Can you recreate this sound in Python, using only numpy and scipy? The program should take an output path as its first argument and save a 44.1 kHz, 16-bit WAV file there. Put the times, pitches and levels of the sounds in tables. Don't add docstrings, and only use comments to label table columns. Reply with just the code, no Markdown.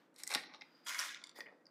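import sys
import numpy as np
from scipy import signal
from scipy.fft import rfft, irfft, next_fast_len
from scipy.io import wavfile
from scipy.ndimage import map_coordinates

SR = 44100
rng = np.random.default_rng(int(sys.argv[2]) if len(sys.argv) > 2 else 0)


def wav_record(signal):
    frames = np.transpose(np.atleast_2d(signal))
    bounded = np.clip(frames, -1, 1)
    quanta = np.round(bounded * 32767).astype(np.int16)
    wavfile.write(sys.argv[1], SR, quanta)


N = 74970

# frequency in Hz, relative density in dB per Hz.
AIR_SPECTRUM = [(18, -78), (100, -20), (150, -6.5), (220, -6), (310, 1), (400, -8.5), (520, -5), (800, -13),
                (1500, -13.5), (2500, -26.5), (4500, -34.5), (7000, -36.5), (15700, -46.5)]
# frequency in Hz, t60 in s.
ROOM_T60 = [(200, 0.93), (1000, 0.29), (2500, 0.31), (4500, 0.27), (6500, 0.14), (14000, 0.09)]
# time in s, level in dB.
SOFT_NOISE_LEVELS = [
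    [(0, -73), (.06, -78), (.14, -98.5)],
    [(.6, -78), (.68, -75.5), (.8, -73.5), (.87, -75.5)],
]
# frequency in Hz, relative density in dB per Hz.
SOFT_NOISE_SPECTRUM = [(300, -26), (700, -3.5), (1500, -0.5), (2700, -6.5), (3600, -8.5), (6000, -17.5),
                       (9000, -29), (11500, -29), (14000, -18), (16000, -23)]
# start in s, relative level in dB.
THUDS = [(.354, -45), (1.388, -55.5), (1.404, -63.5)]
# time in s, level in dB.
WHISTLE_LEVELS = [(0.6, -96), (0.608, -89), (0.634, -82), (0.732, -78.5), (0.754, -71), (0.824, -78.5),
                  (0.87, -64)]
# start in s, relative level in dB.
PINGS = [(0.6095, -41), (1.655, -52), (1.666, -45)]

GROUP_EDGES_HZ = (350, 1450, 2800, 6800, 16000)
# start in s, relative level in dB, chatter t60 in s, treble lean
# of the stud modes in dB per octave, then relative strength of hollow, wall, stud and edge modes in dB.
BOX_CLICKS = [(.1415, -68, 0.012, 0, -22.5, -18, -8, -6), (.161, -52, 0.01, 20, -37, -18, -4.5, -8.5),
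              (.166, -47, 0.0056, 3, -29, -22, -19.5, -27),
              (.2346, -21.5, 0.0088, 22, -35, -25.5, -17.5, -16.5),
              (.2754, -23.5, 0.0064, 22, -37, -24.5, -15.5, -9),
              (.3146, -35, 0.0096, 17, -30, -1, -4.5, -22), (.3378, -26, 0.012, 1, -38.5, -16, -8, -12.5),
              (.3474, -19.5, 0.02, -0.5, -35, -15, -9.5, -19),
              (.3544, -31.5, 0.017, -5, -4, -7.5, -34, -30), (.3742, -32.5, 0.0092, -12, -27, -7, -27, -32),
              (.4345, -47, 0.016, -17, -6.5, -4.5, -7.5, -37), (.537, -51, 0.012, -4, -9, -3, -2.5, -47),
              (.5443, -45.5, 0.018, -5, -12, -13, -7.5, -51), (.5545, -55, 0.006, -8, -15, -43, 2, -59),
              (.6105, -46, 0.013, 1.5, -34, -12, -9.5, -55), (.6177, -42, 0.015, -3, -13, -6, -9, -40)]
GRIP_CLICKS = [(1.3862, -44, 0.0173, 3, -2.5, -35, -32, -13),
               (1.4048, -35, 0.013, -5, -13, -6.5, -10.5, -27),
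               (1.4135, -49.5, 0.039, -5, -9, -13, -39, -44),
               (1.4585, -52, 0.019, 0, -15, -0.5, -26.5, -40),
               (1.4648, -45.5, 0.013, -0.5, -29, -2, -35, -44),
               (1.4855, -50.5, 0.012, -2.5, -4.5, -7.5, -24, -50.5),
               (1.6665, -61, .012, 6, -18, -8, -21, -18)]
PLATE_CLICKS = [(0.8668, -36.5, 0.0046, -4.5, -19, -15, -13.5, -15.5),
                (0.8828, -43.5, 0.018, 3.5, -31, -9, 1.5, -7.5),
                (0.9447, -21.5, 0.04, 3.5, -45, -22.5, -28.5, -40.5),
                (0.9782, -32, 0.026, 13.5, -25.5, -16.5, -35.5, -31.5),
                (0.9895, -28.5, 0.015, 18, -23.5, -13.5, -7.5, -26)]
BRICK_CLICKS = [(1.0905, -33, 0.008, -15, -44, -11, -6, -28),
                (1.145, -31.5, 0.0061, -9, -58, -10, -7.5, -23),
                (1.2158, -50, 0.013, -6, -47, -18, -7.5, -36),
                (1.2385, -31.5, 0.0085, 7, -57.5, -15, -9, -17),
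                (1.2633, -48, 0.0057, -6, -40.5, -43, -4, -29),
                (1.2692, -45, 0.014, 0, -49, -36, -7.5, -14.5),
                (1.2931, -41, 0.0085, 2, -58, -28, -8.5, -15),
                (1.3139, -53, 0.0057, -1, -41.5, -17, -7, -15)]
# time in s, relative level of hollow, wall, stud and edge
# modes in dB.
BOX_RUB = [
    [(0.15, -82, -77, -87, -79), (0.168, -90, -67, -61, -75), (0.169, -82, -70, -73, -78),
     (0.185, -74, -62, -59, -56), (0.2, -65, -59, -51.5, -56), (0.225, -71.5, -62, -62, -63.5),
     (0.255, -76, -76, -83, -73), (0.266, -74, -91, -72, -74), (0.267, -75, -48, -48.5, -48),
     (0.284, -68, -70, -72, -59), (0.29, -68, -81, -71, -74), (0.291, -53, -49, -47, -49),
     (0.299, -60, -58, -59, -56), (0.303, -44, -48, -45.5, -46.5), (0.325, -45.5, -39, -48, -46.5),
     (0.365, -44, -52, -47.5, -54), (0.39, -66, -45.5, -46.5, -59.5), (0.41, -74.5, -60, -59, -62),
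     (0.44, -66, -57, -57.5, -70), (0.47, -70, -63.5, -59.5, -85), (0.52, -61, -64, -67, -95),
     (0.56, -64.5, -65, -59.5, -89.5), (0.595, -68, -77, -82, -98), (0.635, -72, -74.5, -78, -95),
     (0.68, -76.5, -83, -95, -93)],
    [(1.345, -73.5, -62, -87, -81), (1.355, -67.5, -76.5, -65, -84), (1.356, -60, -59, -59.5, -66),
     (1.375, -61, -59.5, -57.5, -61), (1.395, -53, -54, -61, -61), (1.425, -71, -62, -75, -73),
     (1.45, -73.5, -74.5, -84, -84), (1.475, -57, -55, -83, -89), (1.5, -59, -73, -81.5, -93.6),
     (1.53, -62.5, -79, -83.5, -103), (1.57, -76.5, -90.5, -85.5, -101.5), (1.63, -77, -82, -98, -96)],
]
PLATE_RUB = [(0.845, -84, -80.5, -88.5, -73.5), (0.858, -77.5, -72, -78.5, -68),
             (0.866, -57, -41, -48, -57), (0.867, -53.5, -49, -51, -51), (0.895, -46.5, -46, -41.5, -44),
             (0.92, -51, -45, -46.5, -55), (0.94, -55, -49.5, -43, -53.5), (0.96, -53.5, -44.5, -51, -56),
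             (0.977, -56, -66, -47.5, -56), (0.978, -63, -54, -45, -53), (0.995, -42.5, -41, -37.5, -41.5),
             (1.02, -48.5, -40, -41, -45.5), (1.05, -48, -47.5, -45, -52.5),
             (1.08, -59.5, -50.5, -46, -57.5), (1.115, -64.5, -46.5, -50, -61.5),
             (1.16, -64.5, -53, -55.5, -80), (1.2, -64, -60.5, -67, -110),
             (1.25, -66.5, -73.5, -66.5, -94.5), (1.33, -76, -70.5, -79, -101)]
# frequency in Hz, width in Hz, relative level in dB.
BOX_MODES = [(460, 220, -12), (830, 59, 1.5), (1198, 130, -4.5), (1450.6, 200, -0.5), (1870, 130, 0.5),
             (2148, 240, 3), (2720, 100, -13.5), (3100, 2000, -11.5), (3790, 190, -2.5), (4084, 130, -1),
             (4860, 970, -9.5), (5530, 140, -3.5), (6410, 260, -21.5), (7440, 2600, -10.5),
             (9900, 1100, -9.5), (11800, 1600, -17.5)]
OPEN_BOX_MODES = [(496, 85, 4.5), (833, 200, -0.5), (1130, 1440, -7.5), (1911, 108, 1), (2270, 250, -9.5),
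                  (2540, 240, -13), (3040, 220, -12), (3545, 130, 1), (4840, 340, 0.5), (6100, 660, -22),
                  (6810, 560, -3), (7870, 600, -7), (9560, 830, -7), (11880, 900, -11), (13670, 850, -7),
                  (14900, 480, -1)]
PLATE_MODES = [(578, 66, -14.5), (1029, 256, -2.5), (1425, 113, 2.5), (1623, 230, -1), (1906, 37, 3.5),
               (2110, 290, -1), (2810, 78, -1.5), (3320, 1070, -0.5), (4310, 350, -0.5), (5050, 410, -1),
               (5720, 120, 2.5), (6410, 520, -1.5), (7150, 670, -8), (8650, 780, -11), (9390, 710, -8.5),
               (11600, 1400, -15.5), (13280, 740, -12.5), (14840, 1200, -13.5)]
BRICK_MODES = [(1190, 400, 0), (2170, 110, 0), (3514, 130, 6.5), (4800, 290, -7), (5800, 220, -5.5),
               (7160, 150, 5.5), (9120, 230, -7.5), (9600, 170, -11), (12000, 310, -20), (12400, 420, -26),
               (14900, 410, -38)]
# start in s, pitch in Hz, level in dB, length in s.
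SINGS = [(.267, 2010, -52.5, 0.012), (.372, 1846, -44.5, 0.017), (0.538, 1235, -63, 0.024),
         (.61, 2097, -54, 0.015), (0.86, 3322, -54, .04), (.888, 6500, -53.5, 0.034),
         (0.896, 5100, -55, 0.039), (0.934, 3365, -59, 0.11), (0.943, 2178, -50, 0.034),
         (0.99, 5600, -36, 0.0083), (1.008, 1830, -48, 0.024), (1.403, 1876, -50.5, 0.019),
         (1.486, 1860, -57, 0.014)]

AIR_DB, ROOM_DB = -71, -11.5
ROOM_DELAY_SAMPLES = 200
THUD_HZ, THUD_WIDTH_HZ, THUD_T60_S, THUD_GAIN_DB = 257, 350, 0.07, 20
WHISTLE_HZ, WHISTLE_WIDTH_HZ = 4880, 220
PING_WIDTH_HZ, PING_T60_S, PING_GAIN_DB = 510, 0.0081, 18
RISE_S, BLOW_SHARE = 0.00058, 0.25
CLICK_GAINS_DB = (3.5, 6.63, 7.17, 7.5)
STUD_MID_HZ = 4600
SLIPS_PER_S, SLIP_SPREAD_DB, RUB_GAIN_DB = 4500, 1.5, -4
DRIFT_DB, DRIFT_KNOTS_PER_S = 1.5, 40
SING_RISE_S, SING_FLUTTER_DB, SING_FLUTTER_KNOTS_PER_S = 0.002, 2.5, 180
BASS_CUT_HZ, ROLL_HZ, TOP_HZ = 148, 14100, 15800


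def amp(db):
    return 10 ** (np.asarray(db) / 20)


def unit(x):
    return x / np.sqrt(np.mean(x ** 2, axis=-1, keepdims=True) + 1e-20)


def along(points, hz):
    f, v = np.transpose(points)
    return np.interp(np.log(hz + 1), np.log(f + 1), v)


def curves(rows):
    s, *cols = np.transpose(sorted(rows))
    t = np.arange(N) / SR
    return amp([np.interp(t, s, c, left=-150, right=-150) for c in cols])


def wobble(knots_per_s):
    return map_coordinates(rng.standard_normal(1000), [np.arange(N) * knots_per_s / SR])


def filtered(x, response):
    size = next_fast_len(N + SR // 2)
    return irfft(rfft(x, size) * response(np.fft.rfftfreq(size, 1 / SR)), size)[..., :N]


def noise(spectrum):
    return unit(filtered(rng.standard_normal(N), lambda f: amp(along(spectrum, f))))


def butter(f, hz, kind, order):
    return signal.freqs(*signal.butter(order, hz, kind, analog=True), f)[1]


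def resonator(f, hz, width_hz):
    return 1j * f * width_hz / (hz * hz - f * f + 1j * f * width_hz)


def resonances(modes, size, lean_db_per_octave=0):
    f = np.fft.rfftfreq(size, 1 / SR)
    out = np.zeros((4, len(f)), complex)
    for k, (hz, width_hz, db) in enumerate(modes):
        group = np.searchsorted(GROUP_EDGES_HZ, hz) - 1
        if group == 2:
            db = db + lean_db_per_octave * np.log2(hz / STUD_MID_HZ)
        out[group] += (-1) ** k * amp(db) * resonator(f, hz, width_hz)
    for group in range(4):
        out[group] *= butter(f, GROUP_EDGES_HZ[group:group + 2], "band", order=2)
    return out / np.sqrt(np.mean(abs(out) ** 2, axis=1, keepdims=True))


def chatter(t60_s):
    t = np.arange(SR // 10) / SR
    shape = amp(-60 * t / t60_s) * (1 - np.exp(-t / RISE_S))
    burst = shape * rng.standard_normal(len(t))
    burst *= np.sqrt(1 - BLOW_SHARE) / np.linalg.norm(burst)
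    burst += np.sqrt(BLOW_SHARE) * (shape == shape.max())
    return burst * np.linalg.norm(shape) / np.linalg.norm(burst)


def contacts(rows, gain_db, t60_s):
    drive = np.zeros(N + SR)
    for s, db in rows:
        drive[round(s * SR):][:SR // 10] += amp(db + gain_db) * chatter(t60_s)
    return drive[:N]


def clicks(rows, modes):
    out, size = np.zeros(N + SR), 2 ** 13
    for s, db, t60_s, lean, *group_db in rows:
        burst = chatter(t60_s)
        rings = irfft(rfft(burst, size) * resonances(modes, size, lean), size)
        rings = unit(rings) * np.linalg.norm(burst) / np.sqrt(size)
        out[round(s * SR):][:size] += amp(db + np.add(group_db, CLICK_GAINS_DB)) @ rings
    return out[:N]


def rubbing(rows, modes):
    hits = rng.random(N) < SLIPS_PER_S / SR
    sizes = rng.standard_normal(N) * amp(SLIP_SPREAD_DB * rng.exponential(size=N))
    drift = amp(RUB_GAIN_DB + DRIFT_DB * np.array([wobble(DRIFT_KNOTS_PER_S) for group in range(4)]))
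    drive = drift * curves(rows) * unit(hits * sizes)
    size = 2 * next_fast_len(N)
    return irfft(rfft(drive, size) * resonances(modes, size), size).sum(axis=0)[:N]


def air():
    return amp(AIR_DB) * noise(AIR_SPECTRUM)


def room(x):
    hz, t, z = signal.stft(rng.standard_normal(SR // 2), SR, nperseg=256)
    decay = amp(-60 * t / along(ROOM_T60, hz)[:, None])
    tail = signal.istft(z * decay, SR, nperseg=256)[1]
    delayed = np.pad(x, (ROOM_DELAY_SAMPLES, 0))
    return signal.fftconvolve(delayed, tail / np.linalg.norm(tail))[:N]


def soft_noise():
    return sum(curves(rows)[0] for rows in SOFT_NOISE_LEVELS) * noise(SOFT_NOISE_SPECTRUM)


def whistle():
    def band(f):
        return 1 / (1 + ((f - WHISTLE_HZ) / WHISTLE_WIDTH_HZ * 2) ** 2)
    return curves(WHISTLE_LEVELS)[0] * unit(filtered(rng.standard_normal(N), band))


def thuds():
    drive = contacts(THUDS, THUD_GAIN_DB, THUD_T60_S)
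    return filtered(drive, lambda f: resonator(f, THUD_HZ, THUD_WIDTH_HZ) ** 2)


def pings():
    drive = contacts(PINGS, PING_GAIN_DB, PING_T60_S)
    return filtered(drive, lambda f: resonator(f, WHISTLE_HZ, PING_WIDTH_HZ) ** 2)


def singing():
    t, out = np.arange(N) / SR, np.zeros(N)
    for s, hz, db, length_s in SINGS:
        u = np.clip(t - s, 0, None)
        shape = (1 - np.exp(-u / SING_RISE_S)) * np.exp(-(u / length_s) ** 4)
        flutter_db = SING_FLUTTER_DB * wobble(SING_FLUTTER_KNOTS_PER_S)
        out += amp(db + flutter_db) * shape * np.sin(2 * np.pi * hz * u)
    return out * np.sqrt(2)


def brick():
    return clicks(BRICK_CLICKS, BRICK_MODES)


def plate():
    return clicks(PLATE_CLICKS, PLATE_MODES) + rubbing(PLATE_RUB, PLATE_MODES)


def box():
    prise_rub, grip_rub = BOX_RUB
    prise = clicks(BOX_CLICKS, BOX_MODES) + rubbing(prise_rub, BOX_MODES)
    grip = clicks(GRIP_CLICKS, OPEN_BOX_MODES) + rubbing(grip_rub, OPEN_BOX_MODES)
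    return prise + grip


def scene():
    bricks = box() + plate() + brick() + thuds() + pings() + singing()
    return (bricks + amp(ROOM_DB) * room(bricks) + whistle() + soft_noise() + air())[None]


def record(dry):
    def response(f):
        bass_cut = butter(f, BASS_CUT_HZ, "high", order=4)
        roll_off = butter(f, ROLL_HZ, "low", order=16)
        return (f < TOP_HZ) * bass_cut * roll_off
    return filtered(dry, response)


dry = scene()
out = record(dry)
wav_record(out)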